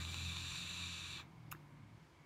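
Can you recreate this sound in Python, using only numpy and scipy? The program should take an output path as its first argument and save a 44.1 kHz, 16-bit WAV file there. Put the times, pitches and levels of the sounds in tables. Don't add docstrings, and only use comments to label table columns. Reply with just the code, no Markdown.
import sys
import numpy as np
from scipy import signal
from scipy.io import wavfile
from scipy.ndimage import uniform_filter1d

SR = 44100
rng = np.random.default_rng(int(sys.argv[2]) if len(sys.argv) > 2 else 0)


def pcm_store(signal):
    levels = np.round(np.clip(np.atleast_2d(signal), -1, 1) * 32767)
    wavfile.write(sys.argv[1], SR, levels.astype(np.int16).T)


def invert_db(x):
    u = np.asarray(x, float) / 20
    return 10 ** u


N = 99533


def level(x, db):
    return x * invert_db(db) / np.sqrt(np.mean(x ** 2))


def band(x, hz, width_hz):
    return signal.lfilter(*signal.iirpeak(min(hz, .45 * SR), hz / width_hz, fs=SR), x)


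def band_noise(hz, width_hz):
    return band(band(rng.standard_normal(N), hz, width_hz), hz, width_hz)


def curve(table, column):
    rows = np.array(table)
    return np.interp(np.arange(N) / SR, rows[:, 0], rows[:, column])


def walk(rate_hz):
    hold = int(SR / rate_hz)
    steps = np.repeat(rng.standard_normal(N // hold + 1), hold)
    return 1.13 * uniform_filter1d(uniform_filter1d(steps, hold), hold)[:N]


def impulse(at_s, db):
    x = np.zeros(N)
    x[int(at_s * SR)] = invert_db(db)
    return x


def vaporizer():
    # (time [s], level [dB], low-resonance gurgle [dB], slot whistle [dB], top leak [dB])
    draw = [(0, -49.5, 10, 0.5, 1), (.05, -50.5, 3.5, 0, 0), (.15, -49, 3, -0.5, 3),
            (.25, -49.5, -0.5, 1.5, -1), (.35, -48.5, 3, 0.5, -1), (.45, -48.5, 3, 0.5, 0),
            (.55, -47, 2.5, 0, -1), (.65, -47.5, 0.5, -2, -2), (.78, -48, 0.5, 1, 0),
            (.9, -48.5, 1, 0.5, -3), (1.1, -49.5, 2.5, -0.5, -1.5), (1.16, -49, 0, 0.5, -1),
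            (1.2, -52, 9.5, -0.5, 4), (1.22, -59, 8, -4, 6), (1.235, -69, 12, -6, 14),
            (1.26, -89, 9, -5, 25), (1.3, -130, 0, -5, 27.5)]
    # (frequency [Hz], width [Hz], level [dB])
    tube_modes = [(1134, 467, -14), (1764, 580, -16), (2363, 105, -0.5), (2606, 166, -1), (2875, 400, -8.5),
                  (3564, 380, -1.5), (3940, 464, -1.5), (4535, 660, -11.5), (5920, 920, -14),
                  (7215, 470, -8), (8420, 1240, -19.5), (9960, 770, -21.5), (11280, 1030, -24.5),
                  (12700, 1300, -31.5), (14000, 1100, -30), (15500, 820, -35)]
    # (time [s], peak [dB])
    spit_events = [
        (.0500, -35.5),
        (.1432, -33),
        (.185, -41),
        (.2100, -40),
        (.2505, -39),
        (.3682, -32.5),
        (.9657, -43),
        (1.044, -42),
        (1.1608, -44),
    ]
    skirt_db = -3.5
    sizzle_db, sizzle_per_s, sizzle_scatter_db = -7, 900, 1
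    t = np.arange(N) / SR
    gurgle_db, whistle_db, leak_db = (curve(draw, column) for column in (2, 3, 4))
    treble_sag_db = 4 * t
    closing_db = -50 * np.clip(t - 1.13, 0, None)

    def tube(x, flicker_db):
        out = 0
        for k, (hz, width_hz, mode_db) in enumerate(tube_modes):
            db = mode_db + flicker_db * walk(18.07) - treble_sag_db * hz / 10000
            if hz < 2000:
                db = db + gurgle_db
            if 3200 < hz < 5000:
                db = db + whistle_db
            if hz > 12000:
                db = db + leak_db
            if 7000 < hz < 12000:
                db = db + closing_db
            skirt = band(x, hz, width_hz)
            ring = band(skirt, hz, width_hz) + invert_db(skirt_db) * skirt
            out = out + (-1) ** k * invert_db(db) * ring
        return out

    chance, size = rng.random((2, N))
    sizzle = (chance < sizzle_per_s / SR) * invert_db(-sizzle_scatter_db * np.log(size + 1e-9))
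    drive = rng.standard_normal(N) + level(sizzle - sizzle.mean(), sizzle_db)
    hiss = level(tube(drive, flicker_db=.9), 0) * invert_db(curve(draw, 1) + .4 * walk(6.4))

    clicks = sum(impulse(s, db) for s, db in spit_events)
    spits = tube(clicks, flicker_db=0) + invert_db(-6) * band(clicks, 1680, 1200)
    spits = signal.lfilter(*signal.butter(2, 7500, fs=SR), spits)
    loudest_db = max(db for s, db in spit_events)
    return hiss + spits * invert_db(loudest_db) / np.abs(spits).max()


def engine():
    # (time [s], cycle rate [Hz], 2nd order [dB], 3rd order [dB], 4th order [dB])
    orders_table = [(0.0, 41.8, -47, -53, -55), (0.04, 42.1, -46.5, -64, -62), (0.29, 42.74, -47, -59, -58),
                    (0.38, 43.3, -50, -59, -65), (0.54, 43, -58, -59, -61), (0.56, 43.15, -62, -61, -83),
                    (0.58, 43.31, -58.5, -62, -63), (0.78, 44.08, -58, -67, -61),
                    (0.81, 44.18, -52, -80, -55), (0.83, 44.0, -51.5, -67, -59.5),
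                    (1.26, 41.3, -68, -64.5, -69.5), (1.32, 40.67, -68, -66, -65.5),
                    (1.43, 39.74, -83, -56.5, -58), (1.52, 38.4, -66, -59, -58.5),
                    (1.6, 37.2, -84, -75, -62.5), (1.84, 35.2, -75, -61.5, -60.5),
                    (1.88, 34.33, -80, -68, -77), (2.0, 31.3, -69, -73, -76)]
    wobble_db, phase_wander_rad = 1.3, .6
    rumble_db, throb_db, rumble_fade_db_per_s = -60, 3.5, -3
    under_db, under_fade_db_per_s = -69, -5.5
    gone_s, gone_db_per_s = 1.965, -200
    t = np.arange(N) / SR
    phase = 2 * np.pi * np.cumsum(curve(orders_table, 1)) / SR
    orders = 0
    for k in (2, 3, 4):
        wobble = np.sqrt(2) * invert_db(wobble_db * walk(19.0))
        wander = phase_wander_rad * k / 5 * walk(14.15)
        orders = orders + invert_db(curve(orders_table, k)) * wobble * np.sin(k * phase + wander)
    rumble = level(band_noise(140, 90) * invert_db(throb_db * walk(12.76)), rumble_db)
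    rumble = rumble * invert_db(rumble_fade_db_per_s * t)
    under = level(band_noise(55, 20), under_db) * invert_db(under_fade_db_per_s * t)
    gone = invert_db(gone_db_per_s * np.clip(t - gone_s, 0, None))
    return (orders + rumble) * gone + under


def room_tone():
    # (frequency [Hz], density [dB per Hz])
    spectrum = [(30, -21), (60, 0), (160, 4.5), (350, -8.5), (1000, -6.5), (4500, -23), (10000, -34.5),
                (15500, -37.5)]
    # (frequency [Hz], width [Hz], level [dB])
    duct_modes = [(280, 63, -10), (337, 46, -11.5), (990, 185, -13.5), (2180, 250, -14)]
    tone_db, swell_db, flicker_db, bass_fade_db_per_s = -63, .3, 1.0, -4.5
    duct_flicker_db, duct_fade_db_per_s = 2.0, -2.0
    t = np.arange(N) / SR
    swell = swell_db * walk(4.8)
    spectrum_hz, spectrum_db = np.transpose(spectrum)
    air = 0
    for hz in 35 * 2 ** np.arange(0, 8.9, .5):
        db = np.interp(np.log(hz), np.log(spectrum_hz), spectrum_db) + swell
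        db = db + flicker_db * (1 + 300 / hz) * walk(8.0)
        db = db + bass_fade_db_per_s * (t - 1) * min(200 / hz, 1)
        air = air + invert_db(db) * band_noise(hz, hz / 2)
    duct = 0
    for hz, width_hz, db in duct_modes:
        drift_db = duct_flicker_db * walk(11.0) + duct_fade_db_per_s * t * 300 / hz
        duct = duct + level(band_noise(hz, width_hz) * invert_db(drift_db), db)
    return invert_db(tone_db) * (level(air, 0) + duct)


def seal():
    # (time [s], pop level [dB], pop pitch [Hz], pop decay [s], crack level [dB])
    ticks = [(1.5140, -52, 2900, .005, -55), (1.5163, -44, 2600, .005, -43), (1.5172, -40, 2650, .009, -46),
             (1.5175, -47, 1250, .010, -52), (1.5205, -42, 2500, .005, -52), (1.5203, -44, 1500, .008, -70),
             (1.5226, -46, 2400, .005, -60), (1.5249, -29, 1230, .005, -41), (1.5250, -43, 2600, .005, -70),
             (1.5275, -50, 2500, .007, -58), (1.5255, -50, 3700, .006, -70), (1.5295, -53, 3650, .008, -58),
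             (1.5327, -40, 1350, .0052, -64), (1.5345, -49, 1900, .005, -66),
             (1.5388, -62, 6100, .005, -68), (1.5425, -54, 950, .010, -70), (1.5470, -54, 330, .05, -70),
             (1.5481, -42, 1500, .006, -66), (1.5506, -45, 1700, .006, -68)]
    # (frequency [Hz], width [Hz], level [dB])
    crack_bands = [(2600, 800, 1), (5200, 700, -4), (7000, 1400, -1), (9400, 800, -3), (12800, 2400, 3),
                   (14800, 1500, -2)]
    peel_s, peel_rise_s, peel_fall_s, peel_db = 1.5162, .002, .0055, -51
    pop_rise_s, pop_collapse, crack_t60_s = .0008, 1.6, .005
    t = np.arange(N) / SR
    noise = level(sum(invert_db(db) * band_noise(hz, width_hz) for hz, width_hz, db in crack_bands), 0)
    late_s = t - peel_s
    out = invert_db(peel_db) * noise * np.exp(-np.where(late_s < 0, -late_s / peel_rise_s, late_s / peel_fall_s))
    for s, pop_db, hz, pop_t60_s, crack_db in ticks:
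        age = np.clip(t - s, 0, None)
        pop_fade = invert_db(-60 * (age / pop_t60_s) ** pop_collapse)
        pop = np.sin(2 * np.pi * hz * age) * (1 - np.exp(-age / pop_rise_s)) * pop_fade
        crack = noise * invert_db(-60 * age / crack_t60_s)
        out = out + (t >= s) * (invert_db(pop_db) * pop + invert_db(crack_db) * crack)
    return out


def thumps():
    # (time [s], peak [dB], pitch [Hz], length [s])
    events = [
        (1.85, -65.5, 200, 0.031),
        (1.935, -59, 110, 0.022),
        (2.023, -56, 160, 0.023),
        (2.214, -59.5, 148, 0.02),
    ]
    t = np.arange(N) / SR
    out = 0
    for s, db, hz, length_s in events:
        out = out + invert_db(db) * np.exp(-((t - s) / length_s) ** 2) * np.sin(2 * np.pi * hz * t)
    return out


def room_tail(near):
    t60_s, damp_hz, wet_db = .22, 6000, -19
    age = np.arange(SR // 2) / SR
    tail = rng.standard_normal(len(age)) * invert_db(-60 * age / t60_s) * (age > .004)
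    tail = signal.lfilter(*signal.butter(1, damp_hz, fs=SR), tail)
    return invert_db(wet_db) * signal.fftconvolve(near, tail / np.sqrt(np.sum(tail ** 2)))[:N]


def scene():
    near = vaporizer() + seal()
    mono = near + room_tail(near) + engine() + thumps() + room_tone()
    return np.array([mono, mono])


def band_limit(x):
    return signal.sosfilt(signal.butter(12, 15850, fs=SR, output="sos"), x)


def record(dry):
    top_cut = signal.ellip(8, .2, 70, 15800, fs=SR, output="sos")
    mix = signal.sosfilt(top_cut, dry)
    return band_limit(mix)


dry = scene()
out = record(dry)
pcm_store(out)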